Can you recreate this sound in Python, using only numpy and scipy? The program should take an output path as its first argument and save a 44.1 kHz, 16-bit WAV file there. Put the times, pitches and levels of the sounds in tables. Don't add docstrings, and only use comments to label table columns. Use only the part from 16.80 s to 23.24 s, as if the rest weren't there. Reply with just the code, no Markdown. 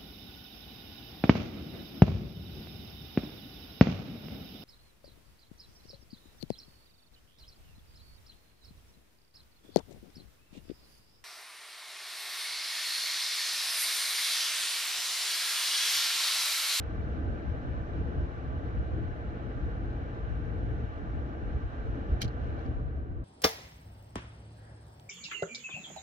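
import sys
import numpy as np
from scipy import signal
from scipy.fft import rfft, irfft, next_fast_len
from scipy.io import wavfile
from scipy.ndimage import uniform_filter1d

SR = 44100
rng = np.random.default_rng(int(sys.argv[2]) if len(sys.argv) > 2 else 0)


def wav_record(signal):
    frames = np.transpose(np.atleast_2d(signal))
    bounded = np.clip(frames, -1, 1)
    quanta = np.round(bounded * 32767).astype(np.int16)
    wavfile.write(sys.argv[1], SR, quanta)


def level_to_linear(level):
    exponent = np.asarray(level, float) / 20
    return 10 ** exponent


N = 284048
PORT_LAG_S = 18 / 44100


def at_hz(rows, hz):
    knots_hz, *columns = np.transpose(rows)
    return [np.interp(np.log(hz), np.log(knots_hz), column) for column in columns]


def drift(rate_hz):
    r = np.exp(-80 * np.pi * rate_hz / SR)
    noise = rng.standard_normal(N // 40 + 2002)
    slow = signal.lfilter([1], [1, -2 * r, r * r], noise)[2000:]
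    return np.interp(np.arange(N) / 40, np.arange(len(slow)), slow / np.std(slow))


def flow():
    t = np.arange(N) / SR
    swell_s, run_down_s, run_down_db, run_down_time_s = 4.65, 5.83, -15, 0.46
    sag_db_per_s, swell_db_per_s = 0.26, 1.46
    running_db = -1.5 - sag_db_per_s * t + swell_db_per_s * np.clip(t - swell_s, 0, run_down_s - swell_s)
    since_s = np.maximum(t - run_down_s, 0)
    return running_db + run_down_db * (1 - np.exp(-since_s / run_down_time_s))


# pitch in Hz, level in dB, wander in Hz, dB per dB of flow, right lead in rad,
# share of the rotor's slowing (0-1).
FAN_TONES = [
    (118.4, -49.5, 1.0, .1, -.2, 0),
    (839.5, -62.6, .8, .4, 1.0, 1),
]


def fan_tones(flow_db):
    coast_s, coast_time_s = 5.75, 1.7
    speed = np.exp(-np.maximum(np.arange(N) / SR - coast_s, 0) / coast_time_s)
    out = 0
    for hz, level_db, wander_hz, share, lead_rad, slowing in FAN_TONES:
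        pitch_hz = hz * speed ** slowing + wander_hz * drift(1.5)
        phase = 2 * np.pi * np.cumsum(pitch_hz) / SR
        strength = np.sqrt(2) * level_to_linear(level_db + share * flow_db + .6 * drift(2.5))
        out = out + strength * np.sin([phase, phase + lead_rad])
    return out


# time in s, strength in dB, left over right in dB.
CONTACTS = [(0.702, -68, 7), (5.408, -52, 6), (5.4120, -46, 3), (5.416, -36, 0.5), (5.418, -26.5, -0.5),
            (5.422, -32.5, -1), (5.426, -36, 1), (5.4283, -37, -5), (5.432, -44, 9), (5.442, -42, 2),
            (5.4470, -40, -1), (5.4504, -55, 5.5), (5.455, -47, -6), (5.4801, -49, 0.5), (5.4850, -53, -6),
            (5.745, -66, -2), (5.770, -66, -2), (5.792, -61, -4), (5.810, -69, 1), (5.853, -64, -6),
            (5.862, -60, -6), (6.019, -76, -13)]
# pitch in Hz, width in Hz, level in dB.
HOUSING_MODES = [(720, 200, -19), (1500, 220, -4), (2320, 160, -0.5), (3090, 230, 0.5), (4140, 530, 0.5),
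                 (4720, 250, 0.5), (5580, 350, -0.5), (6810, 800, -9), (8200, 610, -15),
                 (11030, 880, -11.5), (13600, 1500, -18), (15160, 1200, -21)]


def contact_pressure(rise_s, fall_s):
    t = np.arange(N) / SR
    pressure = np.zeros((2, N))
    for s, strength_db, pan_db in CONTACTS:
        near = slice(int((s - .01) * SR), int((s + .03) * SR))
        shape = np.exp(np.minimum((t[near] - s) / rise_s, (s - t[near]) / fall_s))
        pressure[:, near] += level_to_linear(strength_db + np.array([[pan_db], [-pan_db]]) / 2) * shape
    return pressure


def cabin(x):
    t60_s, tail_db, onset_s = .08, -11.5, 0.0021
    t = np.arange(int(.2 * SR)) / SR
    echoes = rng.standard_normal((2, len(t))) * level_to_linear(-60 * t / t60_s) * np.minimum(t / onset_s, 1)
    echoes = echoes / np.sqrt(np.sum(echoes ** 2, axis=1, keepdims=True))
    return x + level_to_linear(tail_db) * signal.fftconvolve(x, echoes, axes=1)[:, :N]


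def switch(rise_s, fall_s, alike, dulling):
    pressure = contact_pressure(rise_s, fall_s)
    shared, *own = rng.standard_normal((3, N)) * level_to_linear(1.9 * rng.standard_normal((3, N)))
    lagged = np.roll(shared, round(PORT_LAG_S * SR))
    slips = alike * np.array([lagged, shared]) + np.sqrt(1 - alike ** 2) * np.array(own)
    slips = pressure * slips
    out = 0
    for k, (hz, width_hz, level_db) in enumerate(HOUSING_MODES):
        r = np.exp(-np.pi * width_hz / SR)
        zeros = [(1 - r * r) / 2, 0, (r * r - 1) / 2]
        poles = [1, -2 * r * np.cos(2 * np.pi * hz / SR), r * r]
        reach = (pressure / pressure.max()) ** (dulling * max(np.log2(hz / 5000), 0))
        ring = signal.lfilter(zeros, poles, slips * reach + 1e-18)
        out = out + (-1) ** k * level_to_linear(level_db) * ring
    return level_to_linear(10.0) * cabin(out)


# time in s, change in dB, length in s.
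STALLS = [(0.025, -4, 0.13), (0.402, 3, 0.17), (0.718, -0.5, 0.091), (1.297, 3, 0.13), (1.548, -6.5, 0.068),
          (2.18, 4.5, 0.053), (2.334, -3.5, 0.066), (2.65, 1, 0.1), (3.483, -3, 0.092), (3.85, 3, 0.19),
          (4.11, -9, 0.051), (4.892, -8, 0.059), (5.245, 3, 0.099), (5.444, 4, 0.025), (5.6, -0.5, 0.045),
          (5.885, 3.5, 0.046)]


def stalls():
    t = np.arange(N) / SR
    return sum(change_db * np.exp(-((t - s) / length_s) ** 2) for s, change_db, length_s in STALLS)


# time in s, strength in dB, pitch in Hz, length in s.
EDDIES = [(0.23, -34.5, 69, 0.24), (0.48, -32.5, 72, 0.059), (0.712, -32, 73.3, 0.046),
          (0.952, -35, 72.3, 0.095), (1.22, -31.5, 72, 0.076), (1.384, -32, 114, 0.017),
          (1.421, -30, 64, 0.041), (1.782, -35, 76, 0.15), (1.982, -29.5, 74, 0.031),
          (2.18, -32, 151, 0.044), (2.174, -35.6, 69.5, 0.18), (2.496, -37.1, 68, 0.061),
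          (2.658, -37.1, 82, 0.038), (2.83, -34, 56.6, 0.083), (3.086, -35, 61.3, 0.19),
          (3.528, -33.5, 64.7, 0.107), (3.863, -32.5, 68.5, 0.162), (4.03, -32, 85.4, 0.025),
          (4.371, -34.9, 68, 0.13), (4.66, -34, 55, 0.045), (4.752, -29.5, 80, 0.023),
          (4.853, -33.1, 59.4, 0.023), (5.11, -34.5, 57, 0.12), (5.331, -24, 59.5, 0.024),
          (5.458, -31.5, 78, 0.027), (5.66, -34.4, 65, 0.12), (5.89, -34, 85, 0.031),
          (6.035, -33.5, 62, 0.099), (6.191, -33.5, 59.6, 0.028), (6.365, -37.5, 61.6, 0.1)]
# band in Hz, level in dB.
LULL = [
    (46, -56),
    (104, -47.5),
]


def eddies():
    spread_oct = 0.58
    s, strength_db, hz, length_s = np.transpose(EDDIES)[:, :, None]
    t = np.arange(0, N + 40, 40) / SR
    swell = level_to_linear(strength_db) ** 2 * np.exp(-((t - s) / length_s) ** 2)
    levels = []
    for band_hz, lull_db in LULL:
        nearness = np.exp(-(np.log2(band_hz / hz) / spread_oct) ** 2)
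        power = level_to_linear(lull_db) ** 2 + np.sum(swell * nearness, axis=0)
        levels.append(np.sqrt(np.interp(np.arange(N) / SR, t, power)))
    return levels


# Hz, left in dB per Hz, right in dB per Hz,
# left-right likeness (0-1), right lead in rad.
RUMBLE = [(15, -82, -80, .16, .6), (24, -60.5, -64.4, .82, -.4), (35, -66, -67.5, .5, -.37),
          (46, -50, -52.5, .72, -.48), (52, -51, -52.8, .72, -.33), (66, -50.5, -52.6, .62, -.19),
          (85, -53.8, -55.1, .6, -.39), (104, -57.5, -59, .66, -.42), (118, -58, -60, .75, -.48),
          (130, -64, -64.5, .6, -.52), (142, -63.5, -64.6, .67, -.45), (160, -68, -68, .71, -.38),
          (195, -68.5, -69, .72, -.47), (220, -67, -67.3, .82, -.47)]
DUCT = [(220, -67, -67, .85, -.46), (255, -67, -69.5, 0.85, -0.72), (343, -69, -69, .92, -0.71),
        (358.4, -69, -70, 0.93, 0.62), (418, -70, -76, .28, 1), (442.5, -74, -68.5, 0.9, -0.5),
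        (532, -73.5, -77, 0.59, -0.68), (545, -78.5, -73.5, 0.38, -0.96), (584, -76.5, -75, 0.96, -0.24),
        (770, -75.8, -77.3, .7, -.3), (825, -80.5, -81.5, .6, .2), (935, -84, -83, .87, .62),
        (1014, -77.5, -75, 0.98, 0.44), (1083, -80.5, -88.5, 1, -1.2)]
VENT = [(1100, -81.7, -80.8, 0.67, 0.08), (1173, -88.5, -76, 0.97, -0.39), (1248, -88.5, -83, 0.68, -0.24),
        (1490, -82.5, -78, 0.43, -1.17), (1570, -79.5, -76, 0.54, -1.58), (1699, -80, -84, 0.89, -1.1),
        (1713, -79, -90, 0.82, -0.95), (1954, -92, -85.5, 0.5, -0.79), (2130, -92, -98, 0.99, 0.57),
        (2307, -90, -91, 0.5, 1), (2518, -95.5, -99.5, 0.29, -1.7), (3000, -92.5, -96, 0.62, -0.38),
        (3376, -99.7, -102.6, 0.08, 0.0), (3820, -102.5, -103.5, 0.23, 0.99)]
HISS = [(3600, -102.4, -103.4, .17, 0), (4380, -104.5, -103, 0.11, 0), (4410, -112, -110, 0.12, 0.0085),
        (5200, -112.5, -112.5, 0.2, 0), (5460, -113, -111.5, .1, 0.0049), (5770, -112, -110, 0.19, 0),
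        (6370, -116, -114, .1, 0.003), (6780, -119.5, -118, .05, 0), (7500, -124, -128, .1, 0),
        (8500, -123, -126, 0.28, 0.0049), (9100, -128, -130, .1, 0.0016),
        (9500, -133, -131.5, 0.065, 0.0032), (13000, -134, -133, .04, 0.0035),
        (16000, -134, -133.5, .02, 0.0093)]
# pitch in Hz, width in Hz, dB above the hiss.
WHISTLES = [(3930, 51, 4), (5700, 70, 5), (6250, 90, 2.5), (7060, 120, 1.5), (8250, 90, 1.5)]


def port_noise(size):
    hz = np.maximum(np.arange(size // 2 + 1) * SR / size, 1)
    colour = sorted(RUMBLE + DUCT[1:] + VENT[1:] + HISS[1:])
    left_db, right_db, alike, lead_rad = at_hz(colour, hz)
    alike = np.clip(alike, 0, 1)
    ridges_db = sum(lift_db * np.exp(-((hz - at) / width_hz) ** 2) for at, width_hz, lift_db in WHISTLES)
    shared, apart = rfft(rng.standard_normal((2, size)))
    left = np.sqrt(1 + alike) * shared + np.sqrt(1 - alike) * apart
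    right = np.sqrt(1 + alike) * shared - np.sqrt(1 - alike) * apart
    right = right * np.exp(1j * (lead_rad + 2 * np.pi * hz * PORT_LAG_S))
    below = np.minimum(hz / RUMBLE[0][0], 1) ** 2
    both = np.array([left * level_to_linear(left_db), right * level_to_linear(right_db)])
    return hz, both * below * level_to_linear(ridges_db) * np.sqrt(SR) / 2


# Hz, dB per dB of flow.
FLOW_SHARE = [(30, 0), (150, .3), (400, .5), (900, .68), (1500, .95), (3000, 1.25), (6000, 1.4), (9000, .7),
              (12000, .05)]


def air(flow_db, flicker_db, even_s):
    stall_hz, stall_spread_oct = 237, 1.2
    size = next_fast_len(N)
    hz, spectrum = port_noise(size)
    centres_hz = np.concatenate([[22, 46, 104, 220], 380 * 2 ** np.arange(0, 5.6, .5)])
    place = np.interp(np.log(hz), np.log(centres_hz), np.arange(len(centres_hz)))
    gust, lumps, stall_db = drift(9.2), eddies(), stalls()
    span = int(even_s * SR)
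    out = 0
    for k, centre_hz in enumerate(centres_hz):
        crossfade = np.cos(np.pi / 2 * np.clip(place - k, -1, 1))
        band = irfft(spectrum * crossfade, size)[:, :N]
        if 0 < k <= len(lumps):
            power = np.mean(band, axis=0) ** 2
            smooth = uniform_filter1d(uniform_filter1d(power, span), span)
            out = out + band / np.sqrt(smooth + 0.065 * np.mean(power)) * lumps[k - 1]
        else:
            share, = at_hz(FLOW_SHARE, centre_hz)
            nearness = np.exp(-(np.log2(centre_hz / stall_hz) / stall_spread_oct) ** 2)
            band = band * level_to_linear(stall_db * nearness)
            out = out + band * level_to_linear(share * (flow_db + .15 * gust + flicker_db * drift(12.0)))
    return out


def scene():
    flow_db = flow()
    tones = fan_tones(flow_db)
    snap = switch(rise_s=0.00098, fall_s=0.0016, alike=0.6, dulling=0.62)
    return tones + snap + air(flow_db, flicker_db=.55, even_s=.07)


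def top_cut(x):
    return signal.sosfilt(signal.butter(12, 16430, fs=SR, output="sos"), x)


def record(dry):
    low_pass = signal.ellip(12, .5, 60, 15700, fs=SR, output="sos")
    return top_cut(signal.sosfilt(low_pass, dry))


dry = scene()
out = record(dry)
wav_record(out)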